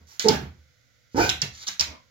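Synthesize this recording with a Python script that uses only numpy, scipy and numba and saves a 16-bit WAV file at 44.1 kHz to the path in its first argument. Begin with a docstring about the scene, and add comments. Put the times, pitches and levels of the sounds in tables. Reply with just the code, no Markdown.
"""A dog sniffs in a small, bare room; claws click and paws scuff on the hard floor.
At 0.25 s it barks, short and gruff: rough vocal pulses ring throat and chest, then open into a huff.
Its pads thud on the boards. At 1.15 s a second bark follows, with a hiss through nose and teeth.
More steps click, thud and scrape, and one pad squeaks faintly near the end.
Throughout, the walls ring briefly over faint steady air; the close microphone dulls the top octave."""
import sys
import numpy as np
from scipy import signal
from scipy.fft import rfft, irfft, next_fast_len
from scipy.io import wavfile
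from numba import njit

SR = 44100
rng = np.random.default_rng(int(sys.argv[2]) if len(sys.argv) > 2 else 0)


def store_wav(level_fs):
    """Save 16-bit WAV to argv[1]."""
    pcm = np.round(np.clip(np.atleast_2d(level_fs), -1, 1) * 32767)
    wavfile.write(sys.argv[1], SR, pcm.T.astype(np.int16))


N = 92610

# pad landings: start_s, thud_db, thud_hz, decay_s, pat_db
PAD_LANDINGS = [(.001, -52, 79, 0.027, -58.5), (0.293, -25.5, 95, 0.0068, -23.5),
                (0.324, -36.5, 73, 0.035, -33), (.41, -34, 137, .014, -39), (.452, -39, 81, .022, -48.5),
                (0.576, -50.5, 76.5, 0.025, -67), (1.23, -31.5, 84, 0.012, -32.5),
                (1.279, -34.5, 105.7, 0.018, -49), (1.313, -42.5, 75.3, 0.027, -44),
                (1.426, -31, 143, 0.0093, -38.5), (1.473, -41, 116.7, 0.011, -66),
                (1.513, -48.5, 76.3, 0.018, -63), (1.683, -63, 77, 0.022, -54),
                (1.805, -38, 145, 0.006, -62), (1.811, -40.5, 78, 0.015, -50.5),
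                (1.879, -40.5, 75.7, 0.015, -54)]


def amp(db):
    """Decibels to gain."""
    return 10 ** (np.asarray(db) / 20)


def unit(x):
    """Scale to rms 1."""
    return x / np.sqrt(np.mean(x ** 2))


def band(x, hz, width_hz):
    """One resonance, gain 1 at its centre."""
    return signal.lfilter(*signal.iirpeak(hz, hz / width_hz, fs=SR), x)


def steep(x, hz, width_hz):
    """Two wider resonances in series: steep skirts."""
    return band(band(x, hz, 1.5 * width_hz), hz, 1.5 * width_hz)


@njit
def moving_band(x, hz, width_hz):
    """State-variable resonance with a moving centre."""
    y, band_state, low_state = np.empty(len(x)), 0., 0.
    for i in range(len(x)):
        g, damping = np.tan(np.pi * hz[i] / SR), width_hz / hz[i]
        v = (band_state + g * (x[i] - low_state)) / (1 + g * (g + damping))
        band_state = 2 * v - band_state
        low_state += 2 * g * v
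        y[i] = damping * v
    return y


def gliding(x, hz, stage_width_hz):
    """Two moving resonances in series."""
    return moving_band(moving_band(x + 1e-18, hz, stage_width_hz) + 1e-18, hz, stage_width_hz)


def colour(x, points):
    """Minimum-phase filter through (freq_hz, gain_db) points."""
    hz, db = np.array(points, float).T
    n = 2 * next_fast_len(N)
    curve_db = np.interp(np.log(np.fft.rfftfreq(n, 1 / SR) + 1), np.log(hz), db)
    cepstrum = irfft(np.log(amp(curve_db)))
    cepstrum[1:n // 2] *= 2
    cepstrum[n // 2 + 1:] = 0
    return irfft(rfft(x, n) * np.exp(rfft(cepstrum)))[..., :N]


def swell(start_s, length_s):
    """Rounded arch envelope."""
    u = np.clip((np.arange(N) / SR - start_s) / length_s, 0, 1)
    return np.sqrt(4 * u * (1 - u))


def pan(x, left_db):
    """Place a source by level difference, left minus right."""
    return x * amp(np.array([[left_db], [-left_db]]) / 2)


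def bark(contour, throat, chest_hz, chest_db, opens_s, opening_s, rise):
    """Vocal pulses and air ring throat and chest; upper resonances enter and rise as the mouth opens."""
    # dips cut by the nose: centre_hz, width_hz
    nasal_dips = [(640, 100), (1130, 220)]
    jitter, shimmer_db = 0.1, 10.5  # at roughness 1
    low_stage_width_hz, widening_s = 192, 0.067
    t = np.arange(N) / SR
    times_s, *columns = np.array(contour, float).T
    pitch_hz, voice_db, huff_db, low_hz, roughness = (np.interp(t, times_s, c) for c in columns)
    pulses, now_s = np.zeros(N), times_s[0]
    for stretch, size in rng.standard_normal((100, 2)):
        i = int(now_s * SR)
        if now_s < times_s[-1]:
            pulses[i] = amp(shimmer_db * roughness[i] * size) * np.sqrt(SR / pitch_hz[i])
            now_s += np.exp(jitter * roughness[i] * stretch) / pitch_hz[i]
    sounding = (t > times_s[0]) & (t < times_s[-1])
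    rasp = roughness * rng.standard_normal(N) * sounding
    folds = (pulses + rasp) * amp(voice_db) * np.sqrt(SR / low_stage_width_hz / 4)
    huff = 5 * rng.standard_normal(N) * amp(huff_db) * sounding
    mouth = np.clip((t - opens_s) / opening_s, .1, 1)
    glide = 1 + rise * np.clip((t - opens_s - opening_s) / widening_s, 0, 1)
    voice = gliding(folds, low_hz, low_stage_width_hz)
    for hz, width_hz, voice_gain_db, huff_gain_db in throat:
        drive = folds * mouth * amp(voice_gain_db) + huff * amp(huff_gain_db)
        voice += gliding(drive, hz * glide, 1.46 * width_hz)
    voice += amp(chest_db) * steep(folds, chest_hz, width_hz=120)
    for hz, width_hz in nasal_dips:
        voice -= band(voice, hz, width_hz)
    chest_heave = unit(steep(rng.standard_normal(N), hz=110, width_hz=35))
    return voice + chest_heave * sounding * amp(voice_db - 11.5) / 2


def hiss():
    """The second bark blows air through nose and teeth."""
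    # envelope: time_s, level_db
    hiss_levels = [(1.114, -64.5), (1.152, -52.5), (1.171, -34.5), (1.21, -28.5), (1.245, -28.5),
                   (1.285, -34), (1.31, -39)]
    # spectrum: freq_hz, gain_db
    hiss_spectrum = [(1000, -39.5), (2700, -8.5), (3500, -9), (5200, 2.5), (7000, -4.5), (9000, -10),
                     (16000, -12)]
    times_s, level_db = np.array(hiss_levels).T
    envelope = amp(np.interp(np.arange(N) / SR, times_s, level_db, left=-np.inf, right=-np.inf))
    return unit(colour(rng.standard_normal(N), hiss_spectrum)) * envelope


def sniff(level_db=-50.5):
    """A short draw of air through the nose."""
    # spectrum: freq_hz, gain_db
    sniff_spectrum = [(200, -12), (1000, -11), (3000, -11.5), (5500, 3), (8000, -2), (12000, -4.5),
                      (16000, -10.5)]
    breath = unit(colour(rng.standard_normal(N), sniff_spectrum))
    return breath * swell(start_s=0.068, length_s=0.11) * amp(level_db)


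def claws():
    """Each claw strike rings briefly, with a weaker overtone, over a broad tick."""
    # claw strikes: start_s, ring_gain_db, ring_hz, tick_gain_db
    strikes = [(0.1951, 0, 6940, -19), (0.1965, 0, 5420, -25.5), (0.2848, 9.5, 5220, -22),
               (0.2865, 10.5, 5110, -20.5), (0.2884, -5, 5050, -18.5), (1.2928, -3.5, 4450, -13.5),
               (1.2986, 3.5, 5370, -21), (1.4177, 4, 5500, -20.5), (1.4211, -0.5, 4990, -20),
               (1.6798, -3, 6360, -25.5), (1.6854, -3, 5470, -29), (1.7962, 6, 5420, -19.5),
               (1.8013, 0, 5000, -22), (1.8091, 8.5, 5190, -15)]
    # spectrum: freq_hz, gain_db
    tick_spectrum = [(200, -18.5), (900, -4.5), (2000, -2.5), (3800, 6.5), (7000, 6.5), (16000, -10)]
    stage_width_hz, tick_decay_s, boost_db, overtone_db = 1210, 0.0025, 14, -14
    t, rings, ticks = np.arange(N) / SR, np.zeros(N), np.zeros(N)
    for start_s, ring_gain_db, ring_hz, tick_gain_db in strikes:
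        blow = np.full(N, 1e-18)
        blow[int(start_s * SR)] = amp(ring_gain_db + boost_db)
        rings += steep(steep(blow, ring_hz, stage_width_hz), ring_hz, stage_width_hz)
        rings += amp(overtone_db) * steep(blow, hz=7760, width_hz=380)
        ticks += amp(tick_gain_db) * (t >= start_s) * np.exp(-np.abs(t - start_s) / tick_decay_s)
    return rings + colour(ticks * rng.standard_normal(N), tick_spectrum)


def thuds():
    """Each paw rings the floorboards at the pitch of the spot where it lands."""
    t, boards = np.arange(N) / SR, np.zeros(N)
    for start_s, thud_db, thud_hz, decay_s, _ in PAD_LANDINGS:
        age_s = np.maximum(t - start_s, 0)
        envelope = amp(thud_db) * age_s / decay_s * np.exp(1 - age_s / decay_s)
        boards += envelope * np.sin(2 * np.pi * thud_hz * age_s)
    return boards


def pats(decay_s=0.016):
    """Each pad lands with a dull slap that swells and dies quickly."""
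    # spectrum: freq_hz, gain_db
    pat_spectrum = [(40, -28.5), (90, -8.5), (140, -1), (420, -14), (800, -19), (1600, -29.5),
                    (5000, -36)]
    t, envelope = np.arange(N) / SR, np.zeros(N)
    for start_s, _, _, _, pat_db in PAD_LANDINGS:
        age = np.maximum(t - start_s, 0) / decay_s
        envelope += amp(pat_db) * 2 * np.sqrt(age) * np.exp(-age)
    return envelope * unit(colour(rng.standard_normal(N), pat_spectrum))


def scuffs(grain_db=4, grain_samples=32, squeak_db=-49.5):
    """Grainy friction of sliding paws; one rubbing pad squeaks faintly."""
    # paw slides: start_s, length_s, level_db
    slides = [(0.197, 0.033, -34), (0.202, 0.09, -35.5), (1.527, 0.12, -46), (1.61, 0.035, -44),
              (1.666, 0.025, -28), (1.68, 0.068, -41), (1.793, 0.058, -33)]
    # spectrum: freq_hz, gain_db
    slide_spectrum = [(200, -14), (900, -10.5), (2100, -5), (2800, -7.5), (4000, 6), (7000, 5),
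                      (16000, -15)]
    # rubbing pad resonances: centre_hz, width_hz, gain_db
    squeak_modes = [(262, 54, 5.5), (573, 176, -1), (1007, 74, 5), (2155, 450, -10.5)]
    noise = rng.standard_normal(N)
    grip = np.repeat(rng.standard_normal(N // grain_samples + 1), grain_samples)[:N]
    grains = noise * amp(grain_db * grip)
    strokes = sum(amp(db) * swell(start_s, length_s) for start_s, length_s, db in slides)
    slide = unit(colour(grains, slide_spectrum)) * strokes
    squeak = unit(sum(amp(db) * steep(grains, hz, width_hz) for hz, width_hz, db in squeak_modes))
    return slide + squeak * swell(start_s=1.836, length_s=0.13) * amp(squeak_db)


def room(x):
    """Direct sound from the right, near echoes, then a tail that differs per ear above the bass."""
    # reverberation bands: centre_hz, t60_s, level_db
    tail_bands = [(68.8, 0.81, -5), (200, 0.31, -2), (434, 0.27, -5.5), (880, 0.26, 2.5), (1940, 0.32, 8),
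                  (3498, 0.31, 3), (4950, 0.29, -11.5), (12000, 0.26, 1.5)]
    # nearby surfaces: delay_s, gain_db, left_share
    echoes = [(.0007, -18, .95), (.0011, -12.5, 1), (.0017, -18, 0.5), (.0024, -7.5, 0.6),
              (.0047, -6.5, 0.9)]
    build_s, diffuse_hz, tail_left_db = 0.0025, 208, -0.5
    direct_left_db, direct_right_db, left_lag_s = -3, 2, .00026
    t = np.arange(SR) / SR
    centre_hz, t60_s, level_db = np.array(tail_bands, float).T
    freq_hz = np.fft.rfftfreq(SR, 1 / SR) + 1
    noise = rfft(rng.standard_normal((2, SR)))
    apart = freq_hz ** 2 / np.hypot(freq_hz ** 2, diffuse_hz ** 2)
    noise[0] = apart * noise[0] + np.sqrt(1 - apart ** 2) * noise[1]
    response = np.zeros((2, SR))
    for k, pick in enumerate(np.eye(len(centre_hz))):
        band_noise = irfft(noise * np.interp(np.log(freq_hz), np.log(centre_hz), pick))
        fade = amp(-60 * t / t60_s[k]) * np.minimum(t / build_s, 1)
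        response += band_noise * amp(level_db[k]) * fade / np.linalg.norm(fade)
    response[0] *= amp(tail_left_db)
    near = np.zeros((2, SR))
    for delay_s, gain_db, left_share in echoes:
        near[:, int(delay_s * SR)] += amp(gain_db) * np.array([left_share, 1 - left_share])
    response += signal.sosfilt(signal.butter(1, 1000, "high", fs=SR, output="sos"), near)
    response[0, int(left_lag_s * SR)] += amp(direct_left_db)
    response[1, 0] += amp(direct_right_db)
    return signal.fftconvolve(x, response, axes=1)[:, :N]


def room_air(level_db=-62.5):
    """Faint steady air, mostly different in each ear."""
    # spectrum: freq_hz, gain_db
    air_spectrum = [(25, -1.5), (50, -19), (75, -3), (95, -8.5), (120, 0.5), (160, -17.5), (300, -18),
                    (400, -32.5), (500, -11), (650, -21.5), (1050, -32), (1460, -12), (1700, -22.5),
                    (2020, -11), (2600, -23), (3400, -19), (5500, -19.5), (16000, -26.5)]
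    noise = rng.standard_normal(N) + 2.1 * rng.standard_normal((2, N))
    return unit(colour(noise, air_spectrum)) * amp(level_db)


def scene():
    """Two barks and footwork in the room, over its air."""
    # bark contours: time_s, pitch_hz, voice_db, huff_db, lowest_resonance_hz, roughness
    first_contour = [(.244, 219.9, -27, -72, 330, 0.31), (.256, 226, -15.5, -53, 435, 0.31),
                     (.263, 206.3, -17, -50.5, 420, 0.37), (.271, 202.1, -21, -44, 405, 0.42),
                     (.286, 221.6, -19, -43, 450, 0.3), (.312, 229, -25.5, -40, 280, 0.5),
                     (.335, 186.7, -37, -31, 300, 0.3), (.375, 176.6, -51, -43.5, 320, 0),
                     (.43, 171, -63.5, -74.5, 300, 0.6)]
    second_contour = [(1.146, 225.7, -33, -54.5, 218.3, 0.47), (1.158, 249.3, -26, -49.5, 276, 0.27),
                      (1.183, 310.2, -22.5, -41, 340, 0.51), (1.194, 305.2, -23.5, -37, 356, 0.63),
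                      (1.204, 110.8, -23, -29.5, 294, 0.62), (1.243, 108.3, -35.5, -28.5, 337, 0.44),
                      (1.262, 100.6, -35, -44, 357, 0.64), (1.30, 93.9, -52.5, -47, 312, 0.46)]
    # upper throat and mouth resonances: centre_hz, width_hz, voice_gain_db, huff_gain_db
    first_throat = [(777, 50, 1, 0.5), (1560, 540, -29, -6), (2420, 1000, -48.5, -16),
                    (4540, 8400, -37.5, -12)]
    second_throat = [(438, 156, -5, 4), (710, 115, 3.5, -5), (1430, 82, -13, 7), (2324, 99, -31, -0.5)]
    first = bark(first_contour, first_throat, chest_hz=215, chest_db=-6.5,
                 opens_s=.255, opening_s=0.014, rise=0.061)
    second = bark(second_contour, second_throat, chest_hz=112, chest_db=-1,
                  opens_s=1.15, opening_s=0.029, rise=0.064)
    air = room_air()
    voice = pan(first + sniff(), left_db=-3.0) + pan(second + hiss(), left_db=0.1)
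    paws = pan(claws(), left_db=-2.4) + pan(scuffs() + pats(), left_db=0.4)
    return room(voice + paws) + pan(thuds(), left_db=-3.0) + pan(air, left_db=-5.0)


def record(dry):
    """The microphone dulls the top octave, rounds the loudest peaks and cuts off the top."""
    # microphone response: freq_hz, gain_db
    mic_response = [(20, -13), (55, 2), (6900, -1.5), (7600, -10), (8300, -25.5), (9300, -19), (11000, -12),
                    (16000, -7.5)]
    ceiling, cutoff_hz = .9, 15800
    dulled = colour(dry, mic_response)
    rounded = dulled / (1 + (dulled / ceiling) ** 6) ** (1 / 6)
    return signal.sosfilt(signal.ellip(8, .2, 70, cutoff_hz, fs=SR, output="sos"), rounded)


dry = scene()
out = record(dry)
store_wav(out)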